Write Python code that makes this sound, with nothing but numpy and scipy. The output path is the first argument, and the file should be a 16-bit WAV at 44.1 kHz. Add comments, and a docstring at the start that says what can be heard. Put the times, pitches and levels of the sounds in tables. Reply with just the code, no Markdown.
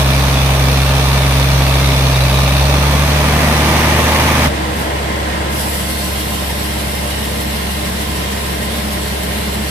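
"""A six-cylinder diesel drives a band saw in an open shed. Beside its silencer we first hear it idle: each
firing gives a smooth exhaust throb and a burst of ringing, noisy knocks. A thin metal part chirps in short
pulses, the engine sags, then it is throttled up and roars. Next we listen from the log carriage: the engine is
farther off, the band runs in air and brushes the bark. Then it bites: filtered noise makes the hiss, tones at
multiples of the tooth rate sing, the band drones, and the load pulls the speed down a little."""
import sys
import numpy as np
from scipy import signal
from scipy.fft import rfft, irfft, next_fast_len
from scipy.io import wavfile
from scipy.ndimage import uniform_filter1d, map_coordinates

SR = 44100
rng = np.random.default_rng(int(sys.argv[2]) if len(sys.argv) > 2 else 0)


def output_pcm(signal):
    """Save a mono or channel-first signal as 16-bit PCM at the path in sys.argv[1].

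    Samples are clipped to [-1, 1] before scaling.
    """
    pcm = np.clip(np.atleast_2d(signal).T, -1, 1) * 32767
    wavfile.write(sys.argv[1], SR, np.round(pcm).astype(np.int16))


N = 427769
T = np.arange(N) / SR  # time of every sample, s

# Tones from unequal cylinders; the three idle-to-throttle levels are for beside the engine and the carriage:
# multiple of the four-stroke cycle, idle level/dB, throttled-up level/dB (both played 1 dB lower), carriage level/dB
UNEVEN_TONES = [(5, -39, -53, -53), (8, -47, -38, -43), (9, -41, -26.5, -38.5), (10, -42, -27.5, -42),
                (11, -41, -39, -50), (14, -36.5, -39, -55), (15, -36.5, -39, -42), (16, -35, -37, -41),
                (18, -33.5, -28.5, -42), (19, -46, -30, -47), (20, -40, -27.5, -41), (22, -37.5, -34, -53),
                (24, -32.5, -38, -48), (26, -45, -35, -44), (27, -50, -41, -40), (28, -58, -32, -45),
                (43, -50, -35, -54), (50, -39, -45, -50), (51, -55, -48, -45), (54, -35, -43, -51),
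                (55, -37.5, -45, -52), (78, -40.5, -42, -55), (80, -38, -46, -58), (84, -41, -35, -53)]
# Strength of each cylinder's knock, in firing order: level/dB
CYLINDERS_DB = [.3, 1.2, -1.3, 0, 1.2, -.5]
# How alike the knocks are from cycle to cycle: f/Hz, share of the power that repeats
REPEATS = [(200, .03), (450, .36), (900, .42), (1400, .28), (3000, .08), (6000, .02)]
# Belt-driven fan beside the engine: multiple of the firing rate, idle level/dB, throttled-up level/dB
FAN_TONES = [(2.621, -43, -29), (7.863, -46, -37)]
# Hums heard at the carriage, the engine's fan (2.621) and the belt wheels: multiple of the firing rate, level
# before the cut/dB, change by the end/dB
WHEEL_TONES = [(2.621, -35.5, 1.5), (4.46, -36.5, -5.5), (5.87, -45.5, 8.5), (6.3, -50, 10),
               (8.5, -38, -10), (8.76, -42, 1), (10.1, -40, 2.5), (15.05, -42, -9)]

# Colour of each noise: f/Hz, level/dB (only the shape counts)
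IDLE_SPECTRUM = [(200, -19), (500, -6), (900, -3.5), (1500, -11.5), (2400, -0.8), (3000, -4.5),
                 (3700, -6.5), (4600, -7), (6200, -10.5), (7200, -22.5), (9600, -12.5), (12000, -17),
                 (15500, -21.5)]  # knock at idle
RACING_SPECTRUM = [(400, -10), (900, 7), (1400, -3.5), (1800, 4), (2300, 2.5), (3000, -2.5), (4400, -6.5),
                   (6000, -9.5), (7200, -17), (9500, -12.5), (11200, -12), (13000, -20), (15500, -19)]  # knock at high speed
ROAR_SPECTRUM = [(25, -8), (90, 1), (170, 1), (250, 2.5), (370, -1.5), (470, 0.5), (600, 1.5), (1050, -2),
                 (1450, -6.5), (2200, -10), (3200, -11.5), (7000, -22), (11000, -24), (15500, -26)]  # roar of the shaken covers
TICK_SPECTRUM = [(1500, -30), (2400, -9), (2950, -12), (3500, 4), (3850, -2), (4200, -4), (4900, -13),
                 (7000, -20), (12000, -26)]  # valve gear
SHED_SPECTRUM = [(25, -22), (110, -8.5), (180, -9.5), (260, -12), (330, -10.5), (450, -8.5), (600, -10.5),
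                 (930, -13), (1350, -17.5), (2100, -20), (3300, -22), (7000, -34), (9400, -34),
                 (15500, -52)]  # engine across the shed
KERF_SPECTRUM = [(900, 4.5), (1700, -1), (3000, 4.5), (4200, 2.5), (5600, -0.5), (6800, -4.5), (8600, -4),
                 (10200, 0.5), (12000, 0), (13000, -1.5), (14200, -8), (15500, -14)]  # hiss of the teeth
DRONE_SPECTRUM = [(25, -27), (60, -15), (105, -5.5), (150, -29), (182, -2), (210, 8), (230, 2), (255, -25),
                  (500, -49)]  # drone of the band

# Resonances: f/Hz, width/Hz, lift/dB
ROCKER_MODES = [(2320, 150, 1), (2560, 70, 2.5), (3150, 220, -4), (3380, 70, 4), (3380, 80, 3.5),
                (3630, 70, 6), (3810, 130, 4.5), (4150, 70, 2.5), (4300, 60, 6)]  # thin metal that rattles at idle
COVER_MODES = [(600, 50, 2.5), (870, 50, 2.5), (1200, 80, 4.5), (1764, 45, 5.5), (2320, 210, 5)]  # engine covers
FRAME_MODES = [(593, 27, 4.5), (1038, 70, 7), (1175, 70, -5), (1610, 44, 6.5), (1880, 310, 4.5),
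               (2100, 88, 5.5), (8050, 140, 1)]  # engine heard at the carriage
BLADE_MODES = [(1890, 150, 7), (2093, 110, 8.4), (2900, 300, 2.7), (5660, 79, 2), (7950, 130, 4),
               (9700, 120, 5.5), (12950, 200, 3)]  # saw blade

# Stereo width, beside the engine and at the carriage: f/Hz, side-to-mid level/dB
NEAR_WIDTH = [(60, -10), (110, -19), (200, -13.5), (380, -12.5), (700, -8.5), (1290, -2.5), (2380, -2.5),
              (4400, -1.5), (8120, 0), (15000, 0.5)]
FAR_WIDTH = [(60, -27), (200, -33), (400, -9), (700, -1), (1300, -3), (3000, 0.5)]
# Stereo balance at the same two places: f/Hz, left-to-right level/dB
NEAR_LEAN = [(200, -1.5), (380, 2.5), (1290, -2.5), (2400, 1), (3600, -3.5), (5000, 0), (6200, -10.5),
             (7700, 5.5), (11000, 1), (13500, -8)]
FAR_LEAN = [(200, -0.5), (1290, -1), (2400, 2), (3200, -4.5), (4200, -4.5), (6200, -3), (7700, 11.5),
            (11000, 1), (13500, -6.5)]

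# Pulsing chirp of a thin metal part that rattles, one short pulse per firing: t/s, level/dB
SQUEAL = [(0, -70), (1.45, -54), (1.6, -40), (2.1, -42), (2.2, -33.5), (2.42, -34), (2.56, -35.5),
          (2.68, -41), (2.78, -70)]
# Its loudest chirps: t/s, peak level/dB, f/Hz
CHIRPS = [(1.747, -25, 3790), (1.911, -28, 3820), (2.152, -24.5, 3790), (2.212, -26, 3950),
          (2.229, -26.5, 3970), (2.305, -25.5, 3820), (2.350, -24, 3840), (2.381, -25, 3830),
          (2.513, -27, 3860)]

# Singing teeth: multiple of the tooth rate, level against the hiss/dB (song then mixed lower), wait after bite t/s
TOOTH_TONES = [(4, -16, 1.5), (6, -17, .55), (7, -19, .55), (8, -17, .72), (9, -16, .33), (10, -20, .1),
               (11, -20, .25), (12, -20, .4), (17, -17, 0), (20, -20, .15), (21, -16.5, 0), (22, -20, 0),
               (23, -20, 0), (24, -23, 0), (25, -26, 0), (26, -24, 0), (28, -21, 0), (29, -26, 0)]
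# Short whines on one tooth tone: t/s, multiple of the tooth rate, peak against the hiss/dB (mixed lower),
# half length t/s
WHINES = [(5.97, 9, -9, .09), (6.27, 8, -11, .08), (6.5, 8, -10.5, .12), (6.72, 9, -12, .1),
          (7.2, 4, -8, .08), (7.32, 8, -10, .15), (7.52, 9, -12, .14), (7.65, 4, -10, .1),
          (8.25, 8, -9.5, .09), (8.25, 4, -10, .18), (8.73, 8, -7, .11), (9.15, 8, -10.5, .2),
          (9.33, 4, -9, .1), (9.45, 9, -8.5, .17)]
# Stretches where the teeth stand proud: place after the weld/laps, lift/dB, half length/laps
PROUD = [(0, 3.7, .045), (.32, 1.6, .06), (.48, 2.9, .045), (.58, 1.3, .05), (.7, .8, .04)]
# Surges of the band's drone: t/s, peak level/dB, half length t/s, f/Hz, glide/(Hz per s)
SURGES = [(6.4, -36, .075, 186, 92), (6.6, -35, .12, 213, 0), (6.86, -33, .06, 206, 62),
          (7.38, -32, .14, 212, -18), (7.53, -30, .06, 215, 40), (7.79, -25.5, .07, 207, 99),
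          (7.86, -30, .09, 180, 0), (8.16, -31.5, .1, 180, -4), (8.33, -29, .08, 211, 181),
          (8.6, -31, .13, 180, 0), (8.7, -31, .1, 214, -40), (8.92, -29.5, .1, 213, 0),
          (9.22, -30.5, .09, 178, -22), (9.4, -27.5, .1, 208, 48), (9.62, -27.5, .07, 218, 39)]

JUMP_S, JUMP_FADE_S = 4.475, 0.039  # when we move from engine to carriage; length of the crossfade
# engine speed in firings per second: idle, the goal of the open throttle, at the carriage before the cut
IDLE_HZ, OPEN_HZ, SAWING_HZ = 67.25, 78.7, 70.3
SAG_HZ, DROOP_HZ = 2.3, 1.65  # speed lost taking up the belt, and in the full cut
BELT_S, SAG_S = 2.2, .15  # middle of the sag, and its half length
THROTTLE_S, SPIN_UP_S = 2.48, 1.0  # the throttle opens; the lag with which the flywheel follows
# the firing tone is loudest at one speed and falls away on both sides
TUNED_HZ, THROB_DB, DETUNE_DB_PER_HZ = 69.7, -14, 0.57
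# its octave fades with speed, and steeply once the silencer starts to block it
OCTAVE_DB, OCTAVE_DB_PER_HZ, BLOCKED_HZ, BLOCKED_DB_PER_HZ = -15.5, 0.46, 74.5, 2
CRACK_S = .025  # crack that opens a knock: time to fall 60 dB
# levels beside the engine, before the rise that comes with the throttle
IDLE_KNOCK_DB, RACING_KNOCK_DB, KNOCK_RISE_DB = -23, -21, 2
ROAR_DB, ROAR_RISE_DB = -19, 1.7
# valve gear at idle: level, time for a tick to fall 60 dB at idle speed, scatter of strength
TICK_DB, TICK_T60_S, TICK_SCATTER_DB = -34, .022, 2.0
# metal rattle: pitch, half length of a chirp, depth of flutter, fast and slow pitch scatter
SQUEAL_HZ, CHIRP_S, SQUEAL_FLUTTER_DB = 3830, .006, 2.5
SQUEAL_JITTER_HZ, SQUEAL_DRIFT_HZ = 50, 15
# engine at the carriage: levels before the cut, and how far and how fast they dip at the bite
FAR_THROB_DB, THROB_DIP_DB = -23, 1
FAR_DIN_DB, DIN_DIP_DB, DIP_S = -21.5, 4, 0.21
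FREE_BLADE_DB = -36  # the band running in air
GRAZE_S, GRAZE_LENGTH_S, GRAZE_DB = 4.8, 0.054, -33  # teeth brush the bark: moment, half length, level
# the cut: the teeth bite, the hiss flares and settles, and the kerf reaches its full depth
BITE_S, BITE_ATTACK_S, SETTLE_S, DEEPEN_S = 5.49, 0.09, 0.78, 2.6
HISS_DB, FLARE_DB = -28, 5  # settled level, and the flare above it
TEETH_PER_FIRING, TEETH_ON_BAND = 6.703, 140
WELD_S = 7.412  # a moment when the weld passes
SING_RISE_S, SING_FADE_DB, SING_FADES_PER_S = .12, 1.5, 5
CATCH_DB, CATCH_S = 5.5, .45  # extra level as a tone catches, and the lag with which it settles
DRONE_DB, DRONE_DB_PER_S = -33, 0.77  # level up to the bite, and its growth afterwards
TOP_HZ = 15500  # microphone band limit


def amp(db):
    """Turn decibels into gain."""
    return 10 ** (np.asarray(db) / 20)


def unit(x):
    """Scale to an rms of 1."""
    return x / np.sqrt(np.mean(x ** 2) + 1e-20)


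def along(points, hz):
    """Read a (frequency, value) table on a log frequency axis."""
    f, v = np.transpose(points)
    return np.interp(np.log(hz + 1), np.log(f + 1), v)


def wobble(rate, size=64):
    """A smooth random curve with rate knots a second."""
    knots = rng.standard_normal(int(N * rate / SR) + 4)
    coarse_t = T[::size]
    return np.interp(T, coarse_t, map_coordinates(knots, [coarse_t * rate]))


def swell(at_s, half_s):
    """A smooth rise to 1 and fall around one moment."""
    return np.exp(-((T - at_s) / half_s) ** 2)


def approach(start_s, lag_s):
    """From 0 toward 1, quickly at first, after a start time."""
    return 1 - np.exp(-np.maximum(T - start_s, 0) / lag_s)


def filtered(x, response):
    """Shape x by a gain that depends on frequency."""
    m = next_fast_len(N + 8192)
    return irfft(rfft(x, m) * response(np.fft.rfftfreq(m, 1 / SR)), m)[..., :N]


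def body(x, spectrum, modes, width, lean):
    """Pass two noises through a resonant body as mid and side; the final mid has rms 1."""
    def colour(hz):
        lift = sum(db / (1 + (2 * (hz - f) / w) ** 2) for f, w, db in modes)
        mid_and_side = np.array([np.ones_like(hz), amp(along(width, hz))])
        return amp(along(spectrum, hz) + lift) * mid_and_side

    mid, side = filtered(x, colour)
    left_right = np.array([mid + side, mid - side])
    pair = filtered(left_right, lambda hz: amp(np.outer([.5, -.5], along(lean, hz))))
    return pair / np.std(pair.mean(axis=0))


def patchy(x, depth_db, size=7):
    """Narrow bands flare and fade at random for some tens of milliseconds."""
    z = signal.stft(x, nperseg=1024)[2]
    field = uniform_filter1d(rng.standard_normal(z.shape[1:]), size=3, axis=0)  # smooth over frequency
    field = uniform_filter1d(field, size=size, axis=1)  # smooth over time
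    return signal.istft(z * amp(depth_db * unit(field)), nperseg=1024)[1][:, :N]


def off_axis(pair, left_lead_s):
    """Sound from one side reaches one microphone first."""
    return filtered(pair, lambda hz: np.exp(1j * np.pi * left_lead_s * np.outer([1, -1], hz)))


def tone(turns, waver):
    """A sine of rms 1 whose phase wanders a little."""
    return np.sqrt(2) * np.sin(2 * np.pi * (turns + rng.random()) + waver * wobble(9))


def glides(rows, waver_hz):
    """Short tones that swell and fade while their pitch slides and wavers."""
    out = np.zeros(N)
    for s, db, half_s, hz, slide in rows:
        on = abs(T - s) < 3 * half_s
        since = T[on] - s
        turns = np.cumsum(hz + slide * since + waver_hz[on]) / SR + rng.random()
        out[on] += amp(db) * np.exp(-(since / half_s) ** 2) * np.sqrt(2) * np.sin(2 * np.pi * turns)
    return out


def kerf_depth():
    """0 to 1 as the blade works into the rounded end of the log."""
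    return np.sin(np.pi / 2 * np.clip((T - BITE_S) / DEEPEN_S, 0, 1))


def engine_speed():
    """Firings per second: idle, a sag under the belt, the run-up, then a droop that follows the cut's depth."""
    sag = SAG_HZ * swell(BELT_S, SAG_S)
    run_up = (OPEN_HZ - IDLE_HZ) * approach(THROTTLE_S, SPIN_UP_S)
    return np.where(T < JUMP_S, IDLE_HZ - sag + run_up, SAWING_HZ - DROOP_HZ * kerf_depth())


def exhaust(firings, first_db, octave_db, rough):
    """One smooth pressure dip per firing: the silencer passes just the first two harmonics."""
    puffs = amp(first_db) * np.cos(2 * np.pi * firings)
    puffs += amp(octave_db) * np.cos(4 * np.pi * firings)
    return -np.sqrt(2) * puffs * (1 + rough * wobble(30))


def lope(firings, levels_db, waver, count=6):
    """Unequal cylinders add unsteady tones at multiples of the whole engine cycle."""
    out = np.zeros(N)
    for row, db in zip(UNEVEN_TONES, levels_db):
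        out += amp(db + 2.4 * wobble(14)) * tone(firings * row[0] / count, waver)
    return out


def fan_hum(firings, throttle):
    """The belt-driven fan hums at fixed ratios to the engine and grows louder with the throttle."""
    out = np.zeros(N)
    for ratio, idle, fast in FAN_TONES:
        level_db = idle + throttle * (fast - idle) + 1.1 * wobble(6.3)
        out += amp(level_db) * tone(firings * ratio, waver=0.92)
    return out


def knocks(firings, ring_s, scatter_s, size_db, rise_s, crack=0, count=6):
    """Each firing sets off its cylinder's own ring, the same every cycle, plus a fresh burst of noise."""
    at_s = np.interp(np.arange(int(firings[-1]) + 1), firings, T)
    at_s = at_s + scatter_s * rng.standard_normal(len(at_s))
    at = np.clip(np.round(at_s * SR).astype(int), 0, N - 1)
    size = amp(np.resize(CYLINDERS_DB, len(at)) + size_db * rng.standard_normal(len(at)))
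    tail_t = T[:4096]
    decay = amp(-60 * tail_t / ring_s) * (1 - np.exp(-tail_t / rise_s))
    decay = np.hypot(decay, crack * amp(-60 * tail_t / CRACK_S))

    def ring(blows, tail):
        # the rings wrap around, so the engine is already running at the start
        return signal.oaconvolve(np.pad(blows, (len(tail) - 1, 0), "wrap"), tail, "valid")

    blows = np.array([np.bincount(at[c::count], size[c::count], N) for c in range(count)])
    rings = np.zeros((2, N))
    for channel in range(2):
        for cylinder in blows:
            rings[channel] += ring(cylinder, decay * rng.standard_normal(len(decay)))
    burst_level = np.sqrt(abs(ring(blows.sum(axis=0) ** 2, decay ** 2)))
    bursts = burst_level * rng.standard_normal((2, N))
    repeating = filtered(unit(rings), lambda hz: np.sqrt(along(REPEATS, hz)))
    return repeating + filtered(unit(bursts), lambda hz: np.sqrt(1 - along(REPEATS, hz)))


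def diesel_knock(firings, throttle):
    """Hard knocks at idle give way to blurred ones at speed, harsher around two kilohertz with more fuel."""
    hard = knocks(firings, ring_s=.22, scatter_s=.00002, size_db=.5, rise_s=.005, crack=1.45)
    idling = body(patchy(hard, depth_db=2.5), IDLE_SPECTRUM, ROCKER_MODES, NEAR_WIDTH, NEAR_LEAN)
    blurred = knocks(firings, ring_s=.24, scatter_s=.00003, size_db=.6, rise_s=.005, crack=1.1)
    racing = body(patchy(blurred, depth_db=1.5), RACING_SPECTRUM, [], NEAR_WIDTH, NEAR_LEAN)
    mix = (1 - throttle) ** 0.67 * amp(IDLE_KNOCK_DB) * idling
    mix += throttle ** 0.77 * amp(RACING_KNOCK_DB) * racing
    return amp(KNOCK_RISE_DB * throttle) * mix


def cover_roar(firings, throttle):
    """Every firing also shakes the covers, whose resonances colour a roar."""
    blast = knocks(firings, ring_s=.14, scatter_s=.00002, size_db=.5, rise_s=.003, crack=1.0)
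    roar = body(blast, ROAR_SPECTRUM, COVER_MODES, NEAR_WIDTH, NEAR_LEAN)
    return amp(ROAR_DB + ROAR_RISE_DB * throttle) * roar


def valve_gear(firings):
    """Loose tappets tick once a firing, some harder than others."""
    beat = firings.astype(int)
    count = beat[-1] + 1
    size_db = np.resize(CYLINDERS_DB, count) + TICK_SCATTER_DB * rng.standard_normal(count)
    decay = amp(-60 * (firings - beat) / IDLE_HZ / TICK_T60_S)
    ticks = amp(size_db)[beat] * decay * rng.standard_normal((2, N))
    return amp(TICK_DB) * body(ticks, TICK_SPECTRUM, ROCKER_MODES, NEAR_WIDTH, NEAR_LEAN)


def beside_engine(speed, firings):
    """Add up throb, fan, knock, ticks and roar; the throttle is judged from the speed."""
    throttle = np.clip((speed - 69) / 7, 0, 1)
    first_db = THROB_DB - DETUNE_DB_PER_HZ * abs(speed - TUNED_HZ)
    octave_db = OCTAVE_DB - OCTAVE_DB_PER_HZ * (speed - IDLE_HZ)
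    octave_db -= BLOCKED_DB_PER_HZ * np.maximum(speed - BLOCKED_HZ, 0)
    throb = exhaust(firings, first_db, octave_db, rough=0.053)
    lope_db = [idle + throttle * (fast - idle) - 1 for _, idle, fast, _ in UNEVEN_TONES]
    throb += lope(firings, lope_db, waver=0.59)
    ticks = (1 - throttle) * valve_gear(firings)
    noise = diesel_knock(firings, throttle) + cover_roar(firings, throttle)
    return throb + fan_hum(firings, throttle) + ticks + noise


def metal_chirps(firings):
    """A thin metal part rings briefly with each jerk of the crankshaft; the hardest rattles stand out as
    chirps."""
    waver_hz = SQUEAL_JITTER_HZ * wobble(170) + SQUEAL_DRIFT_HZ * wobble(12)
    beat = firings.astype(int)
    strength = amp(SQUEAL_FLUTTER_DB * rng.standard_normal(beat[-1] + 1))[beat]
    slips = strength * np.cos(np.pi * firings) ** 4  # one pulse per firing
    squeal = unit(slips * np.sin(2 * np.pi * np.cumsum(SQUEAL_HZ + waver_hz) / SR))
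    chirps = glides([(s, db, CHIRP_S, hz, 0) for s, db, hz in CHIRPS], waver_hz)
    return amp(np.interp(T, *np.transpose(SQUEAL))) * squeal + chirps


def wheel_hum(firings):
    """The engine's fan and the belt wheels hum at fixed ratios to the engine, and their levels drift through
    the cut."""
    progress = np.clip((T - BITE_S) / (T[-1] - BITE_S), 0, 1)
    out = np.zeros(N)
    for ratio, db, change in WHEEL_TONES:
        out += amp(db + change * progress + 1.5 * wobble(9)) * tone(firings * ratio, waver=1.22)
    return out


def distant_engine(firings):
    """The engine across the shed: longer rings for the smearing roof, with the hum of its fan and the belt
    wheels."""
    dip = approach(BITE_S, DIP_S)
    first_db = FAR_THROB_DB - THROB_DIP_DB * dip
    throb = exhaust(firings, first_db, first_db - 9.5, rough=0.031)
    throb += lope(firings, [row[3] for row in UNEVEN_TONES], waver=0.55)
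    echoing = knocks(firings, ring_s=0.34, scatter_s=.00003, size_db=0.4, rise_s=0.0044)
    din = body(patchy(echoing, depth_db=1.0), SHED_SPECTRUM, FRAME_MODES, FAR_WIDTH, FAR_LEAN)
    din = amp(FAR_DIN_DB - DIN_DIP_DB * dip) * din
    return off_axis(throb + wheel_hum(firings) + din, left_lead_s=0.000462)


def band_drone():
    """The band's free length drones as low noise that grows during the cut, with gliding surges."""
    noise = patchy(rng.standard_normal((2, N)), depth_db=1.0)
    drone = body(noise, DRONE_SPECTRUM, [], FAR_WIDTH, FAR_LEAN)
    drone_db = DRONE_DB + DRONE_DB_PER_S * np.maximum(T - BITE_S, 0)
    surges = glides(SURGES, waver_hz=4 * wobble(25)) * unit(amp(1.2 * wobble(32)))
    return off_axis(amp(drone_db) * drone + surges, left_lead_s=0.00025)


def tooth_song(teeth):
    """Passing teeth sing at multiples of their rate; each tone comes and goes, some swell into short whines."""
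    # the band slips slightly on its wheels, which blurs the high tones most
    slip = 0.012 * wobble(14) + 0.007 * wobble(50)
    mean_rate_hz = teeth[-1] / T[-1]
    song = np.zeros((2, N))
    for k, db, wait_s in TOOTH_TONES:
        start_s = BITE_S + wait_s
        lean = amp(np.array([[.5], [-.5]]) * along(FAR_LEAN, k * mean_rate_hz))
        fades = unit(amp(SING_FADE_DB * wobble(SING_FADES_PER_S) + 2.6 * wobble(16)))
        singing = np.clip((T - start_s) / SING_RISE_S, 0, 1) * fades
        # only tones that wait for a while start with a catch
        catch_db = CATCH_DB * (1 - approach(start_s, CATCH_S)) * (wait_s > 0)
        whine = sum(amp(peak) * swell(s, half_s) for s, multiple, peak, half_s in WHINES if multiple == k)
        whine = whine * unit(amp(2 * wobble(20)))
        level = np.hypot(amp(db + catch_db) * singing, whine)
        song += lean / lean.mean() * level * tone(k * (teeth + slip), waver=0.55)
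    return song


def proud_teeth(laps):
    """Lift of the hiss (dB) as the same proud stretches of the band come round on every lap."""
    place = laps - np.interp(WELD_S, T, laps)
    lift_db = np.zeros(N)
    for at, db, half in PROUD:
        distance = (place - at + .5) % 1 - .5
        lift_db += db * np.exp(-(distance / half) ** 2)
    return lift_db


def band_saw(firings):
    """The band runs in air, brushes the bark, then rasps through the log while its free length drones."""
    contact = np.clip((T - BITE_S) / BITE_ATTACK_S, 0, 1)
    in_wood = amp(HISS_DB + FLARE_DB * (1 - approach(BITE_S, SETTLE_S)))
    in_air = amp(FREE_BLADE_DB) + amp(GRAZE_DB) * swell(GRAZE_S, GRAZE_LENGTH_S)
    force = contact * in_wood + (1 - contact) * in_air
    level = force * amp(0.22 * wobble(25))
    teeth = firings * TEETH_PER_FIRING
    noise = patchy(rng.standard_normal((2, N)), depth_db=2.0)
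    hiss = body(noise, KERF_SPECTRUM, BLADE_MODES, FAR_WIDTH, FAR_LEAN)
    cutting = hiss + amp(-3.5) * tooth_song(teeth)
    # proud teeth spit out mostly treble
    spit = amp(contact * proud_teeth(teeth / TEETH_ON_BAND))
    spit_change = spit / spit[T > BITE_S].mean() - 1
    cutting += contact * spit_change * filtered(cutting, lambda hz: 1 - .7 / (1 + (hz / 6000) ** 4))
    # the first shallow bite is thin; the lower rasp grows as the kerf deepens
    lower_rasp = filtered(cutting, lambda hz: 1 / (1 + (hz / 5000) ** 4))
    cutting -= 0.56 * (1 - kerf_depth()) ** 2 * lower_rasp
    return level * cutting + band_drone()


def scene():
    """One crankshaft times the whole machine; the two listening points meet in a short fade."""
    speed = engine_speed()
    firings = np.cumsum(speed) / SR
    moved = np.clip((T - JUMP_S) / JUMP_FADE_S + .5, 0, 1)
    near = off_axis(beside_engine(speed, firings), left_lead_s=-.0001) + metal_chirps(firings)
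    far = distant_engine(firings) + band_saw(firings)
    return np.sqrt(1 - moved) * near + np.sqrt(moved) * far


def record(dry):
    """The microphone rounds off the highest peaks and keeps nothing above its band limit."""
    rounded = dry / (1 + abs(dry) ** 8) ** (1 / 8)
    return filtered(rounded, lambda hz: hz < TOP_HZ)


dry = scene()
out = record(dry)
output_pcm(out)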